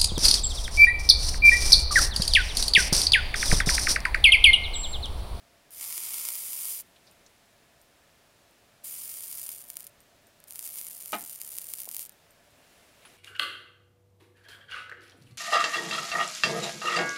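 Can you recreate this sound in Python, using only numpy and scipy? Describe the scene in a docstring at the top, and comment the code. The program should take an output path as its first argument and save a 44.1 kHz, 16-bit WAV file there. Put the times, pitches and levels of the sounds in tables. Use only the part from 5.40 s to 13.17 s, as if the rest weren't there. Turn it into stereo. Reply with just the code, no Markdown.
"""Soldering a small metal part in a vice, microphone close by, in a quiet workshop with soft, droning air.
First, flux boils on the hot iron in a fine dense sizzle: many tiny bubbles burst, each ringing at its own pitch.
In the pause hands rustle and put the solder aside, and hot metal ticks as its small high modes are set ringing.
A second boil thins out; a third is a sparser, more spitting crackle, with one knock that rings the bench modes.
Last, hands withdraw the iron and reach in again: swelling noise for skin and sleeve, short noises for touches."""
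import sys
import numpy as np
from scipy import signal
from scipy.io import wavfile
from scipy.ndimage import uniform_filter1d

SR = 44100
rng = np.random.default_rng(int(sys.argv[2]) if len(sys.argv) > 2 else 0)


def waveform_to_disk(signal):
    """Save audio, clipped to [-1, 1], as 16-bit WAV at the path in sys.argv[1]."""
    frames = np.transpose(np.atleast_2d(signal))
    scaled = np.clip(frames, -1, 1) * 32767
    samples = np.round(scaled).astype(np.int16)
    wavfile.write(sys.argv[1], SR, samples)


N = 342769
TIME = np.arange(N) / SR   # s

# workshop air, a background all round: spectrum (f/Hz, relative density/dB per Hz)
AIR_SPECTRUM = [(25, -2), (45, -7.5), (100, -1), (170, 0), (300, 0.5), (450, -1), (700, -1.5), (900, -5.5),
                (1400, -6), (2200, -9), (5000, -13), (10000, -17.5), (15500, -20.5)]
AIR_DB = -61   # rms, dB
# narrow drones in the air: (f/Hz, width/Hz, rms level/dB)
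AIR_DRONES = [(60.5, 9.1, -81), (103, 30, -80), (586, 48, -74), (684.3, 23, -75), (1718, 31, -81)]
# left-right likeness of the diffuse air: (f/Hz, correlation/1)
AIR_LIKENESS = [(30, 1), (100, 0.57), (170, 0.097), (330, -0.44), (700, -0.024), (1200, 0.18), (2500, 0.97),
                (14000, 0.7)]
# left-right likeness of things close by: (f/Hz, correlation/1)
NEAR_LIKENESS = [(200, 1), (1500, 0.69), (6000, 0.6)]
# rustle of skin and sleeve: spectrum (f/Hz, relative density/dB per Hz)
RUSTLE_SPECTRUM = [(40, -26), (150, 2), (400, 5), (1200, -2), (2500, 2), (4500, -6), (10000, -5.5),
                   (16000, -17)]
# hands put the solder aside, withdraw the iron and reach in again: (middle t/s, half length/s, rustle level/dB)
HAND_MOVES = [(1.7, 0.42, -67), (7.38, 0.28, -61.5), (7.71, 0.1, -60.5)]
HANDS_STILL_DB = -75.5   # rustle while they hold still, rms
# light touches of spool, wire and tools: (t/s, level at onset/dB, lowest f/Hz, highest f/Hz, t60/s)
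TOUCHES = [(1.561, -56, 2400, 4300, 0.067), (1.668, -55.5, 3600, 5800, .13),
           (1.863, -51, 3800, 7440, 0.041), (6.474, -43, 242, 960, 0.024), (7.620, -57, 1900, 4000, 0.13),
           (7.651, -48.5, 700, 3800, 0.12), (7.652, -53, 9400, 11000, 0.12)]
# hot metal ticking as it expands: (t/s, level/dB)
TICKS = [(1.7125, -45), (2.4154, -44.5), (3.1108, -53), (4.6049, -43), (4.8698, -45.5), (6.7214, -44),
         (6.9077, -45), (7.1067, -54)]
# its small, high modes: (f/Hz, level relative to the tick/dB, t60/s)
TICK_MODES = [(7700, -15, .005), (8750, -22, 0.11), (8970, -2, 0.005), (13850, -19, .14), (14000, -21, .12)]
# the knock on the bench: (t/s, level before left-right balance/dB)
KNOCK = (5.729, -31)
# modes of the bench and what lies on it: (f/Hz, level relative to the knock/dB, t60/s)
BENCH_MODES = [(208.6, -12.5, 0.23), (303, -9, 0.14), (324, -10, 0.077), (402, -26, 0.088), (500, -15, .1),
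               (606, -13, 0.16), (633, -3.5, 0.074), (696, -7, 0.23), (727, -6, 0.12), (807, -10.5, 0.25),
               (843, -6, 0.16), (886, -12, 0.18), (1264, 1.5, 0.098), (1484, -8.5, 0.093),
               (1840, -19, 0.26), (2130, -16, 0.24), (2400, -5.5, 0.096), (2765, -8.5, 0.087),
               (2956, -6.5, .07)]
# clatter around the knock: spectrum (f/Hz, relative density/dB per Hz)
CLATTER_SPECTRUM = [(50, -25), (130, -9), (280, 1.5), (450, -11.5), (750, -4), (1400, -1.5), (2000, -6),
                    (3300, -5), (5000, -11), (9000, -9.5), (16000, -42)]
# how long the clatter lasts: (f/Hz, t60/s)
CLATTER_T60 = [(100, 0.47), (700, 0.32), (2000, 0.26), (8000, 0.072)]
# flux meets the hot tip and boils away:
# (start t/s, length/s, relative level/dB, swell/s, die-down/s, first rate/bubbles per s, last rate/bubbles per s)
BOILS = [(0.307, 1.116, -35.5, 0.12, 0.015, 4560, 11400), (3.437, 0.84, -39.5, 0.0084, 0.14, 8400, 770),
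         (4.272, 0.23, -49, 0.013, 0.03, 510, 250), (5.074, 1.6, -41.5, 0.18, 0.065, 1200, 600)]
# the boiling waxes and wanes as the iron shifts on the joint: (t/s, level change/dB)
VIGOUR = [(0.45, -2), (0.87, 1), (1.1, -0.5), (1.31, 2.5), (1.41, -3.5), (3.65, 0.5), (4.2, -0.5),
          (5.33, 2), (5.54, 0.5), (5.59, -2), (5.9, 1), (5.98, -5.5), (6.08, 0.5), (6.25, -1), (6.39, 3),
          (6.5, -6.5), (6.59, 3.5)]
# how far below full level a boil starts and ends, and how quick its outer edges are
BOIL_EDGE_DB, BOIL_EDGE_S = 13.5, 0.0013
# a faint simmer lingers: gain relative to full boil, and time to die by 60 dB
SIMMER_DB, SIMMER_T60_S = -28, 0.65
# the largest bubbles spit: (t/s, relative level/dB)
SPITS = [(0.4107, -19.5), (0.5256, -17), (0.5788, -12.5), (0.7424, -14.5), (0.8881, -10.5), (1.1322, -14),
         (4.0912, -14), (4.1271, -25), (4.3021, -15), (4.3695, -12.5), (4.4065, -21), (4.4681, -21.5),
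         (5.0027, -35), (5.0405, -30), (5.083, -30), (5.1082, -19.5), (5.1235, -23), (5.1584, -18),
         (5.1927, -13), (5.4137, -16), (5.6592, -17.5), (5.7221, -15), (5.9597, -22), (6.0159, -13.5),
         (6.185, -10.5), (6.3376, -10.5), (6.4552, -21), (6.49, -14), (6.5142, -16.5), (6.5466, -14),
         (6.5666, -11.5), (6.5943, -13), (6.661, -25), (6.6946, -24)]
# resonances and dips that colour every burst: (f/Hz, width/Hz, boost/dB)
BURST_PEAKS = [(1590, 350, -13), (2560, 270, 0.5), (4130, 310, -1), (7100, 200, 3), (9390, 830, 7),
               (11500, 460, -2.5), (11930, 1520, 7), (14100, 340, -1.5), (14700, 880, 2.5)]
# low body that swells with the flux: (f/Hz, width/Hz, relative level/dB)
BURST_BODY = [(370, 200, 11), (1090, 620, 10), (2085, 240, 6.5), (3260, 690, -4), (4950, 620, 2)]
# gain of that low body, strongest while fresh solder is fed in: (t/s, level/dB)
LOW_BODY = [(0.3, -3), (0.42, 3.5), (0.88, 1.5), (0.98, -2.5), (1.4, -5.5), (3.45, -4.5), (4.5, -9),
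            (5.3, -7), (5.6, -9), (6.6, -9.5)]
CUTOFF_HZ = 15900   # top of what is heard


def from_db(db):
    """Decibels to amplitude gain."""
    return 10 ** (np.asarray(db) / 20)


def rms_one(x):
    """Scale to unit rms."""
    return x / np.sqrt(np.mean(x ** 2) + 1e-20)


def in_time(rows):
    """Each column of a curve, interpolated at every sample."""
    s, *columns = np.transpose(rows)
    return [np.interp(TIME, s, column) for column in columns]


def at_hz(points, hz):
    """Read a curve over frequency on a log-frequency axis."""
    curve_hz, values = np.array(points).T
    return np.interp(np.log(hz), np.log(curve_hz), values)


def add(track, s, sound):
    """Mix a short sound into a track at time s."""
    i = round(s * SR)
    track[..., i:i + sound.shape[-1]] += sound[..., :N - i]


def clicks(rows):
    """One impulse for each (t/s, level/dB)."""
    out = np.zeros(N)
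    for s, db in rows:
        add(out, s, from_db([db]))
    return out


def fade(t, t60):
    """Exponential decay, 60 dB down after t60."""
    return np.exp(-np.log(1000) * t / t60)


def cut(x, hz, kind, order=2):
    """Butterworth low-, high- or band-pass."""
    sos = signal.butter(order, np.clip(hz, 10, .48 * SR), kind, fs=SR, output="sos")
    return signal.sosfilt(sos, x + 1e-18)


def resonance(x, hz, width):
    """Two-pole resonance with gain 1 on top."""
    r = np.exp(-np.pi * width / SR)
    feedforward = np.array([1, 0, -1]) * (1 - r * r) / 2
    feedback = [1, -(1 + r * r) * np.cos(2 * np.pi * hz / SR), r * r]
    return signal.lfilter(feedforward, feedback, x + 1e-18)


def ring(x, hz, t60):
    """A unit click sets a decaying sine of height 1 ringing."""
    r = 1000 ** (-1 / (t60 * SR))
    w = 2 * np.pi * hz / SR
    return signal.lfilter([0, np.sin(w)], [1, -2 * r * np.cos(w), r * r], x + 1e-18)


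def coloured_noise(spectrum, likeness, size=N, t60s=None):
    """Stereo noise in half-octave bands, rms 1 at the start; with t60s each band dies at its own pace."""
    edges = 22 * 2 ** np.arange(0, 10, .5)
    white = rng.standard_normal((2, 2, size))
    steady, dying = 0, 0
    for k, (low, high) in enumerate(zip(edges, edges[1:])):
        mid, side = cut(white[k % 2], [low, high], "band")   # neighbouring bands use different noise
        hz = np.sqrt(low * high)
        alike = np.clip(at_hz(likeness, hz), -1, 1)
        stereo = np.sqrt(1 + alike) * mid + np.sqrt(1 - alike) * side * [[1], [-1]]
        band = from_db(at_hz(spectrum, hz)) * stereo
        steady = steady + band
        if t60s is not None:
            dying = dying + band * fade(TIME[:size], at_hz(t60s, hz))
    return (steady if t60s is None else dying) / np.std(steady)


def workshop_air():
    """Steady soft noise all round, with a few droning resonances in the middle."""
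    drone = 0
    for hz, width, db in AIR_DRONES:
        drone = drone + from_db(db) * rms_one(resonance(rng.standard_normal(N), hz, width))
    return from_db(AIR_DB) * coloured_noise(AIR_SPECTRUM, AIR_LIKENESS) + drone


def hands():
    """Skin and sleeve rustle, swelling and fading with each move; small things are brushed and tapped."""
    moving = sum(from_db(db) * np.exp(-((TIME - s) / half_s) ** 2) for s, half_s, db in HAND_MOVES)
    rustle_gain = np.hypot(moving, from_db(HANDS_STILL_DB))
    out = rustle_gain * coloured_noise(RUSTLE_SPECTRUM, NEAR_LIKENESS)
    t = TIME[:SR // 5]
    for s, db, low_hz, high_hz, t60 in TOUCHES:
        decay = fade(t, t60)
        touch = cut(decay * rng.standard_normal(len(t)), [low_hz, high_hz], "band", order=4)
        add(out, s, from_db(db) * np.std(decay) * rms_one(touch))
    return out


def ticks():
    """Each slip of the hot metal rings its small, high modes."""
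    slips = clicks(TICKS)
    return sum(from_db(db) * ring(slips, hz, t60) for hz, db, t60 in TICK_MODES)


def knock(rise_s=0.00064, hold_s=0.011, ring_db=0.0, clatter_db=-5, chatter_s=0.033, right_db=1.0):
    """A blunt contact drives the bench modes for a moment; they ring out in a short clatter."""
    out, t = np.zeros((2, N)), TIME[:SR // 2]
    s, level_db = KNOCK
    free = t - hold_s * np.tanh(t / hold_s)   # time rung freely since the contact eased
    phases = rng.uniform(0, 2 * np.pi, len(BENCH_MODES))
    modes = 0
    for (hz, db, t60), phase in zip(BENCH_MODES, phases):
        modes = modes + from_db(db) * np.sin(2 * np.pi * hz * t + phase) * fade(free, t60)
    chatter = 1 + np.exp(-(2 * t / chatter_s - 1) ** 2)   # loose things jump and land again
    clatter = chatter * coloured_noise(CLATTER_SPECTRUM, NEAR_LIKENESS, size=len(t), t60s=CLATTER_T60)
    onset = 1 - np.exp(-t / rise_s)
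    add(out, s, from_db(level_db) * onset * (from_db(ring_db) * modes + from_db(clatter_db) * clatter))
    return out * from_db([[-right_db], [right_db]])   # stronger on the right


def boil(length_s, level_db, swell_s, die_s, first_per_s, last_per_s, t):
    """Gain and bubble rate of one boil, t seconds after its start: it swells, holds, dies down and simmers."""
    strength = np.clip(t / swell_s, 0, 1) * np.clip((length_s - t) / die_s, 0, 1)
    before_s, after_s = np.clip(-t, 0, 1), np.clip(t - length_s, 0, 1)
    edge = np.exp(-np.minimum((before_s + after_s) / BOIL_EDGE_S, 20))
    gain = from_db(-BOIL_EDGE_DB * (1 - strength)) * edge
    simmer = (t > length_s) * from_db(SIMMER_DB) * fade(after_s, SIMMER_T60_S)
    per_s = first_per_s * (last_per_s / first_per_s) ** np.clip(t / length_s, 0, 1)
    return np.array([from_db(level_db) * np.maximum(gain, simmer), per_s])


def flux_state():
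    """Gain and bubble rate of whichever boil is strongest at each moment."""
    states = np.array([boil(*row, TIME - start) for start, *row in BOILS])
    strongest = np.argmax(states[:, 0], axis=0)
    gain, per_s = states[strongest, :, np.arange(N)].T
    return gain * from_db(in_time(VIGOUR)[0]), per_s


def flurries(depth_db=4.0, hz=130):
    """One bursting bubble sets off its neighbours, so the rate surges and lulls; mean 1."""
    surge = from_db(depth_db * rms_one(cut(rng.standard_normal(N), hz, "low")))
    return surge / np.mean(surge)


def bubble_pitches(bursts, low_hz=7500, high_hz=15500, width=1100, ring_db=3, count=12):
    """Each bubble rings for a few cycles at a pitch set by its size class, drawn at random."""
    size_class = rng.integers(0, count, N)
    rings = 0
    for k, hz in enumerate(np.geomspace(low_hz, high_hz, count)):
        rings = rings + resonance(bursts * (size_class == k), hz, width)
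    return bursts + from_db(ring_db) * rings


def small_spits(gain, uneven, per_s=60, above_db=17, spread_db=2.8):
    """A thin film of flux also spits at random, in proportion to the boil."""
    born = rng.random(N) < per_s * uneven / SR
    spit_db = above_db + spread_db * np.clip(rng.standard_normal(N), -2, 2)
    return born * gain * from_db(spit_db)


def burst_colour(bursts, body_db, thin_hz=8500):
    """A bursting bubble is a sharp crack, too small to radiate bass, coloured by the metal around it."""
    crack = cut(bursts, thin_hz, "high", order=1)
    for hz, width, boost_db in BURST_PEAKS:   # in series, negative boosts make dips
        crack = crack + (from_db(boost_db) - 1) * resonance(crack, hz, width)
    body = sum(from_db(db) * resonance(crack, hz, width) for hz, width, db in BURST_BODY)
    return crack + from_db(body_db) * body


def sizzle(spread_db=3.0, largest=5.5, steam_db=-14, level_db=-3, spit_db=4,
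           lone_per_s=1500, sputter_db=2.15, sputter_hz=16):
    """Countless small bubbles burst at random over a little steam; a few large ones spit."""
    gain, per_s = flux_state()
    body_db, = in_time(LOW_BODY)
    # a thin film of flux bursts in flurries and sputters, a full boil evens them out
    uneven = lone_per_s / (lone_per_s + per_s)
    sputter = from_db(sputter_db * uneven * rms_one(cut(rng.standard_normal(N), sputter_hz, "low")))
    born = rng.random(N) < per_s * (1 + uneven * (flurries() - 1)) / SR
    bursts = born * from_db(spread_db * np.minimum(rng.exponential(1, N), largest))
    bursts = bursts - uniform_filter1d(bursts, size=221)   # no net pressure
    # the heat supplied sets the power, however it is shared among the bubbles
    bursts /= np.sqrt(np.abs(uniform_filter1d(bursts ** 2, size=900)) + .01)
    steam = from_db(steam_db) * rng.standard_normal(N)
    boiling = gain * sputter * (bubble_pitches(bursts) + steam)
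    spits = clicks(SPITS) + small_spits(gain, uneven)
    return burst_colour(from_db(level_db) * boiling + from_db(spit_db) * spits, body_db)


def scatter(x, wet_db, t60):
    """Vice and fingers throw back a few milliseconds of weak echoes."""
    t = TIME[:SR // 20]
    tail = rng.standard_normal(len(t)) * fade(t, t60) * (t > .0002)
    tail /= np.sqrt(np.sum(tail ** 2))
    return x + from_db(wet_db) * signal.fftconvolve(x, tail)[:N]


def scene():
    """The work is close and central, so it is nearly dry."""
    work = scatter(sizzle() + ticks(), wet_db=-14.5, t60=0.027)
    return workshop_air() + hands() + knock() + work


def record(dry):
    """The top is cut steeply, alike in both channels."""
    low_pass = signal.firwin(161, CUTOFF_HZ, fs=SR)
    return signal.fftconvolve(dry, low_pass[None], mode="same", axes=-1)


dry = scene()
out = record(dry)
waveform_to_disk(out)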